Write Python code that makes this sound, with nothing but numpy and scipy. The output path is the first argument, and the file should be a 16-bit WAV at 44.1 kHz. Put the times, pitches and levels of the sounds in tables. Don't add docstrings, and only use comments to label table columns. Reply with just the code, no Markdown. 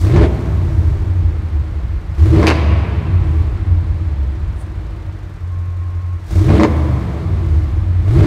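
import sys
import numpy as np
from scipy import signal
from scipy.fft import rfft, irfft, next_fast_len
from scipy.io import wavfile
from scipy.ndimage import uniform_filter1d, minimum_filter1d, map_coordinates

SR = 44100
rng = np.random.default_rng(int(sys.argv[2]) if len(sys.argv) > 2 else 0)


def dump_mix(stems):
    frames = np.atleast_2d(stems).T
    limited = np.clip(frames, -1, 1)
    pcm = np.round(limited * 32767).astype(np.int16)
    wavfile.write(sys.argv[1], SR, pcm)


N = 364310
TIME = np.arange(N) / SR
IDLE_HZ = 44.2


# (open time [s], peak time [s], top firing rate [Hz], exhaust push [dB])
BLIPS = [(-0.01, 0.24, 186, 2), (2.15, 2.47, 219, -0.5), (6.27, 6.63, 225, 0), (8.03, 8.31, 215, -2)]

def engine_speed():
    start_hz, catch_hz, ease_to_hz = 76.0, 92.5, 29.5
    sink_hz_per_s, ease_s = 109.1, 1.23
    rate = np.full(N, start_hz)
    for on, peak, top_hz, _ in BLIPS:
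        start = np.interp(on, TIME, rate)
        progress = np.clip((TIME - on) / (peak - on), 0, 1)
        climb = start + (top_hz - start) * progress ** 1.3
        sink = top_hz - sink_hz_per_s * (TIME - peak)
        caught = peak + (top_hz - catch_hz) / sink_hz_per_s
        ease = ease_to_hz + (catch_hz - ease_to_hz) * np.exp((caught - TIME) / ease_s)
        landing = np.maximum(ease, IDLE_HZ)
        rate = np.select([TIME < on, TIME < peak, TIME < caught], [rate, climb, sink], landing)
    return rate


def throttle():
    touch_load, lead_s, attack_s, hold_s, release_s = 0.22, 0.08, 0.072, 0.0048, 0.044
    load, push_db = np.zeros(N), np.zeros(N)
    for on, peak, _, db in BLIPS:
        touch = np.clip((TIME - on) / lead_s + 1, 0, 1)
        press = np.clip((TIME - on) / attack_s, 0, 1)
        release = np.clip(1 - (TIME - peak - hold_s) / release_s, 0, 1)
        pedal = (touch_load * touch + (1 - touch_load) * press) * release
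        load += pedal
        push_db += db * pedal
    return load, push_db


CYLINDERS = [11.5, -6, 7.5, 9, -16.5, 11.5, -1.5, -12]

def firings(fired, scatter_db, jitter_s, blow_s):
    at = np.flatnonzero(np.diff(np.floor(fired)))
    chance = rng.standard_normal((len(at), 2))
    strength = amp(np.resize(CYLINDERS, len(at)) + scatter_db * chance[:, 0])
    at = np.clip(at + jitter_s * SR * chance[:, 1], 0, N - 1).astype(int)
    pulses = np.bincount(at, strength, N)
    gush = signal.lfilter([1], [1, -np.exp(-1 / (blow_s * SR))], pulses)
    return pulses, gush


# (order [x cycle rate], level [dB])
GROWL = [(11, -7), (12, 0), (13, -8), (19, -7), (20, -4), (21, -7), (28, -4)]
# (frequency [Hz], gain [dB])
BARK_EQ = [(60, -77.5), (130, -1.5), (200, -2), (270, -6.5), (320, -1.5), (400, -2.5), (470, -11.5),
           (600, -13), (820, -21), (1100, -21.5), (1600, -33), (8000, -77.5)]
# (frequency [Hz], gain [dB])
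ROAR_EQ = [(150, -27.5), (200, -7.5), (270, 3), (320, -3.5), (400, -5.5), (470, -10), (600, -19.5),
           (760, -13), (950, -15.5), (1250, -30.5), (2000, -68)]

def exhaust_voice(pulses, gush, rate, fired, load):
    growl = unit(sum(amp(db + 2.4 * wobble(15)) * engine_order(fired, order) for order, db in GROWL))
    beat = levelled(levelled(pulses) + amp(-13) * growl)
    bark = levelled(coloured(tailpipes(beat + amp(-10) * noise()), BARK_EQ))
    eddies = unit((0.5 + 0.41 * levelled(gush)) * noise())
    definition = np.interp(rate, (69.5, 129), [0, 0.7])
    flow = tailpipes(definition * beat + amp(-1.5) * eddies)
    roar = levelled(coloured(flow, list(ROAR_EQ) + [(4000, -82)]))
    bark *= rev_gain(rate, load, idle_db=-49, octave_db=5.1, load_db=22.6)
    roar *= rev_gain(rate, load, idle_db=-47.5, octave_db=5.6, load_db=3.2)
    return garage(bark + roar, early_db=-9, early_t60=0.049, tail_db=-9)


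# (frequency [Hz], bandwidth [Hz], level [dB])
PIPE_MODES = [(230.5, 30, -7.5), (319.5, 20.3, 6), (356, 20, 5), (501, 12, 1.5), (592.5, 11, 1.5),
              (648, 34, 8), (1060, 27, -0.5)]

def tailpipes(x):
    return x + sum(amp(db) * signal.lfilter(*signal.iirpeak(hz, hz / width_hz, fs=SR), x)
                   for hz, width_hz, db in PIPE_MODES)


# (frequency [Hz], gain [dB])
RASP_EQ = [(200, -33.5), (500, 3.5), (850, -0.5), (1080, -0.5), (1250, -3), (1480, -5), (1750, -6),
           (2150, -5.5), (2700, -11.5), (4300, -15.5), (6300, -29), (9000, -30.5), (12000, -48),
           (16000, -63.5)]

def outlet_rasp(gush, rate, load):
    jet = (load * levelled(gush) + amp(5)) * noise()
    gain = rev_gain(rate, load, idle_db=-47, octave_db=3.33, load_db=13.8)
    return garage(gain * levelled(coloured(jet, RASP_EQ)), early_db=-8.5, early_t60=0.022, tail_db=-9)


def flaps(rate, load, open_hz, width_hz, shut_db):
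    shut = (1 - np.tanh((rate - open_hz) / width_hz)) / 2
    return amp(shut_db * load * shut)


def settling(rate, idle_db=-3.5, span_hz=3.2):
    return amp(idle_db * np.exp((IDLE_HZ - rate) / span_hz))


# (order [x cycle rate], level [dB])
BURBLE = [(2, -18), (3, 6), (4, -2), (5, 3), (6, -2), (7, -6.5), (9, -4.5), (10, -7.5), (11, -17),
          (12, -13.5), (13, -15.5), (14, -9), (15, -11), (18, -9.5), (20, -11.5), (22, -9.5), (24, -9.5)]
# (frequency [Hz], gain [dB])
BOOM_BODY = [(22, -70), (31, -38), (38, -11), (44, -16.5), (52, -5.5), (58, -15.5), (66, -6), (75, -0.5),
             (82, -6), (89, 0.5), (103, -8.5), (130, -12.5), (170, -17.5), (240, -28.5), (330, -27.5),
             (500, -42)]
# (firing rate [Hz], depth [dB])
UNEVEN = [(44.2, -4), (47, -5), (52, -2), (63, 1), (73, 1), (88, -2), (108, 0), (128, 2), (152, -3),
          (172, -9), (192, 2.5), (220, -6)]
# (firing rate [Hz], level [dB])
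BURBLE_LOADED = [(44, -21), (62, -16.5), (80, -13.5), (112, -17), (160, -6.5), (220, -15)]
# (firing rate [Hz], gain [dB])
BURBLE_COASTING = [(44.2, -19), (49, -19), (60, -17), (74, -18.5), (88, -12), (108, -16.5), (140, -14.5),
                   (172, -14.5), (195, -14.5), (220, -12)]

def burble(rate, fired, load, waver_db, drift_rad):
    uneven = amp(-7.5 * load + along(UNEVEN, rate) * (1 - load))
    note, power = np.zeros(N), np.zeros(N)
    for order, db in BURBLE:
        ratio = round(order) / len(CYLINDERS)
        between = ratio % 1 > 0
        gain = amp(db + along(BOOM_BODY, ratio * rate)) * (uneven if between else 1)
        unsteady = 1 if between else 0.21 * uneven
        phase = 2 * np.pi * (ratio * fired + rng.random()) + drift_rad * unsteady * wobble(12)
        note += gain * amp(waver_db * unsteady * wobble(14)) * np.sin(phase)
        power += gain ** 2 / 2
    loaded = amp(along(BURBLE_LOADED, rate)) / np.sqrt(power)
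    coasting = amp(along(BURBLE_COASTING, rate))
    return note * loaded ** load * coasting ** (1 - load)


# (frequency [Hz], gain [dB])
RUMBLE_EQ = [(20, -21), (35, 2.5), (48, -12), (80, -6.5), (120, 5.5), (165, -9.5), (220, -8.5), (400, -37),
             (800, -79.5)]

def silencer_rumble(rate, load):
    gain = rev_gain(rate, load, idle_db=-41.5, octave_db=5, load_db=1) * settling(rate)
    return gain * unit(coloured(noise(), RUMBLE_EQ))


# (firing rate [Hz], level under load [dB], level coasting [dB])
FIRING_NOTE = [(44.3, -22.5, -38.5), (59.6, -19, -26.5), (70.7, -12, -16), (79, -4, -21.5),
               (89.1, -8, -12.5), (104.7, -13, -27.5), (134, -13.5, -27), (165, -19, -30),
               (192, -20, -31.5), (222, -19.5, -40)]
# (firing rate [Hz], level [dB])
HUM = [(44.2, -28.5), (50, -30), (58, -42), (100, -41), (140, -53)]
# (time [s], hold [0-1])
IDLE_HOLD = [(5.4, 0), (5.5, 1), (6.15, 1), (6.22, 0)]

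def firing_note(rate, fired, load, waver_db, hum_lift_db, room_db):
    hz, loaded_db, coasting_db = np.transpose(FIRING_NOTE)
    db = load * np.interp(rate, hz, loaded_db) + (1 - load) * np.interp(rate, hz, coasting_db)
    note = amp(db + waver_db * wobble(12)) * engine_order(fired, len(CYLINDERS))
    hum_db = along(HUM, rate) + hum_lift_db * envelope(IDLE_HOLD)
    hum = amp(hum_db) * engine_order(fired, 2 * len(CYLINDERS))
    return note + hum + amp(room_db) * reverb_tail(note)


# (time [s], level [dB], crack relative to that level [dB])
POPS = [(0.163, -8.5, -7), (0.18, -16.5, -4), (0.221, -24, -3), (0.245, -20.5, -15), (2.43, -3.5, -17),
        (2.463, 2.5, -14), (2.4691, -4, 14.5), (2.472, -5, 9), (2.479, -1, -13), (2.4821, -3, 3.5),
        (2.502, -1.5, 2.5), (6.493, -12.5, -16), (6.598, -2.5, -22), (6.605, -14, -20), (6.6342, 2, -6),
        (6.641, -6.5, -19)]
# (frequency [Hz], gain [dB])
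POP_EQ = [(60, 0), (250, -0.5), (650, -1.5), (850, -3), (1080, 4), (1400, -4.5), (2100, 3), (2900, -20.5),
          (5500, -9.5), (9000, -30.5), (15000, -52)]

def afterfire(shock_s, flame_t60, flame_db, crack_t60):
    crack_eq = [(800, -4.5), (2200, 0), (3200, -5), (6000, -7.5), (9000, -21.5), (15000, -35.5)]
    out, t = np.zeros(N + SR), np.arange(SR // 8) / SR
    shock = (1 - t / shock_s) * np.exp(-t / shock_s)
    for s, db, crack_db in POPS:
        flame = amp(flame_db - 60 * t / flame_t60) * noise(len(t))
        bang = coloured(shock + flame, POP_EQ)
        crack = coloured(amp(-60 * t / crack_t60) * noise(len(t)), crack_eq)
        out[round(s * SR):][:len(t)] += amp(db) * (bang / np.abs(bang).max() + amp(crack_db) * crack)
    return garage(out[:N], early_db=2.5, early_t60=0.084, tail_db=-6.5)


# (time [s], level [dB], attack [s], decay [dB/s], sigh level [dB])
WHOOSHES = [(0.0, -40.5, 0.005, 84, -53), (2.2, -49.5, 0.045, 15, -75), (6.299, -43.5, 0.041, 27, -53),
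            (8.11, -50, 0.053, 3, -58)]
# (frequency [Hz], gain [dB])
HISS_EQ = [(1500, -51.5), (3500, 10), (6000, 9), (9000, 3.5), (10800, -1.5), (12500, 0), (15700, -6.5)]

def intake_air(gush, rate, load, release_s, sigh_s):
    sing_db = 4 * np.exp(-((rate - 122) / 18) ** 2)
    gain = rev_gain(rate, load, idle_db=-61.5, octave_db=0.68, load_db=5) * amp(sing_db * (1 - load))
    for (_, peak, _, _), (s, db, attack_s, decay_db_per_s, sigh_db) in zip(BLIPS, WHOOSHES):
        age = np.maximum(TIME - s, 0)
        since_shut = np.maximum(TIME - peak, 0)
        opening = (1 + np.tanh((TIME - s) / attack_s)) / 2
        closing = np.exp(-since_shut / release_s)
        whoosh = opening * closing * amp(db - decay_db_per_s * age)
        sigh = (1 - closing) * amp(sigh_db) * np.exp(-since_shut / sigh_s)
        gain += whoosh + sigh
    flow = levelled((2.5 + levelled(gush)) * noise())
    return garage(gain * unit(coloured(flow, HISS_EQ)), early_db=-6.5, early_t60=0.06, tail_db=-11)


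def valve_puff(at_s, db, attack_s, decay_s):
    air_eq = [(3000, -42), (7000, -2.5), (9300, 5.5), (11000, -9.5), (15500, -16)]
    swell = np.exp(-np.maximum((at_s - TIME) / attack_s, (TIME - at_s) / decay_s))
    return amp(db) * swell * unit(coloured(noise(), air_eq))


def idle_whine(db, hz, waver_db):
    gain = envelope(IDLE_HOLD) * amp(db + waver_db * wobble(25))
    return gain * np.sin(2 * np.pi * hz * TIME + 0.86 * wobble(35))


# (frequency [Hz], gain [dB])
DRONE_EQ = [(88, -34), (150, 4.5), (216, -10), (312, -30), (459, -22.5), (936, -20), (1070, -16.5),
            (1200, -17.5), (1950, -21.5), (15000, -67)]

def fan_drone(db):
    return amp(db) * unit(coloured(noise(), [(30, -21)] + list(DRONE_EQ)))


# (frequency [Hz], gain [dB])
WALL_EQ = [(100, -6.5), (400, 5), (2200, -3.5), (3000, -1.5), (5000, -7), (12000, -7)]

def garage(x, early_db, early_t60, tail_db):
    early = noise(SR // 4) * amp(-60 * np.arange(SR // 4) / SR / early_t60)
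    walls = signal.fftconvolve(np.pad(x, (SR // 170, 0)), early / np.linalg.norm(early))[:N]
    return x + coloured(amp(early_db) * walls + amp(tail_db) * reverb_tail(x), WALL_EQ)


# (frequency [Hz], time to fall 60 dB [s])
GARAGE_T60 = [(100, 5.03), (350, 0.9), (1000, 3.27), (2200, 2.55), (3500, 1.94), (5000, 1.3), (8000, 0.84),
              (14000, 1.06)]

def reverb_tail(x, far_db=-24, far_stretch=2):
    hz, t, spectrum = signal.stft(noise(3 * SR), SR, nperseg=256)
    decay_db = -60 * t / along(GARAGE_T60, hz)[:, None]
    decay = amp(decay_db) + amp(far_db + decay_db / far_stretch)
    tail = signal.istft(spectrum * decay, SR, nperseg=256)[1]
    return signal.fftconvolve(np.pad(x, (SR // 100, 0)), tail / np.linalg.norm(tail))[:N]


def rev_gain(rate, load, idle_db, octave_db, load_db):
    return amp(idle_db + octave_db * np.log2(rate / IDLE_HZ) + load_db * load)


def engine_order(fired, order):
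    return np.sqrt(2) * np.sin(2 * np.pi * (order * fired / len(CYLINDERS) + rng.random()))


def amp(db):
    return 10 ** (np.asarray(db) / 20)


def noise(length=N):
    return rng.standard_normal(length)


def unit(x):
    return x / np.sqrt(np.mean(x ** 2) + 1e-20)


def levelled(x):
    power = uniform_filter1d(uniform_filter1d(x ** 2, size=2600), size=2000)
    return x / np.sqrt(np.abs(power) + 1e-12)


def along(points, hz):
    f, v = np.transpose(points)
    return np.interp(np.log(hz + 1), np.log(f + 1), v)


def envelope(points):
    return np.interp(TIME, *np.transpose(points))


def wobble(knots_per_s):
    coarse = TIME[::64]
    knots = noise(int(N * knots_per_s / SR) + 4)
    return np.interp(TIME, coarse, map_coordinates(knots, [coarse * knots_per_s]))


def coloured(x, eq, size=8192):
    cepstrum = irfft(np.log(amp(along(eq, np.fft.rfftfreq(size, 1 / SR)))))
    cepstrum[1:size // 2] *= 2
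    cepstrum[size // 2 + 1:] = 0
    return signal.fftconvolve(x, irfft(np.exp(rfft(cepstrum))))[:len(x)]


def scene():
    rate = engine_speed()
    load, push_db = throttle()
    fired = np.cumsum(rate) / SR
    pulses, gush = firings(fired, scatter_db=2.5, jitter_s=0.0003, blow_s=0.0068)
    pipes = exhaust_voice(pulses, gush, rate, fired, load) + outlet_rasp(gush, rate, load)
    pipes *= amp(push_db) * flaps(rate, load, open_hz=135, width_hz=5, shut_db=-5) * settling(rate)
    pops = afterfire(shock_s=0.0004, flame_t60=0.04, flame_db=-16, crack_t60=0.007)
    low = burble(rate, fired, load, waver_db=2.5, drift_rad=0.47) + silencer_rumble(rate, load)
    low += amp(-12) * reverb_tail(low)
    low += firing_note(rate, fired, load, waver_db=2.26, hum_lift_db=8.5, room_db=-12)
    low = signal.sosfiltfilt(signal.butter(4, 33, "high", fs=SR, output="sos"), low)
    hiss = intake_air(gush, rate, load, release_s=0.076, sigh_s=0.42)
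    puff = valve_puff(at_s=4.612, db=-49, attack_s=0.024, decay_s=0.018)
    whine = idle_whine(db=-45, hz=1076, waver_db=1.5)
    return (pipes + low + pops + hiss + puff + whine + fan_drone(db=-42))[None]


def record(dry):
    ceiling, top_hz = 0.97, 15720
    needed = np.minimum(1, ceiling / (np.abs(dry) + 1e-9))
    gain = uniform_filter1d(minimum_filter1d(needed, size=265), size=265)
    size = next_fast_len(N + SR // 2)
    passband = np.fft.rfftfreq(size, 1 / SR) < top_hz
    return irfft(rfft(dry * gain, size) * passband, size)[..., :N]


dry = scene()
out = record(dry)
dump_mix(out)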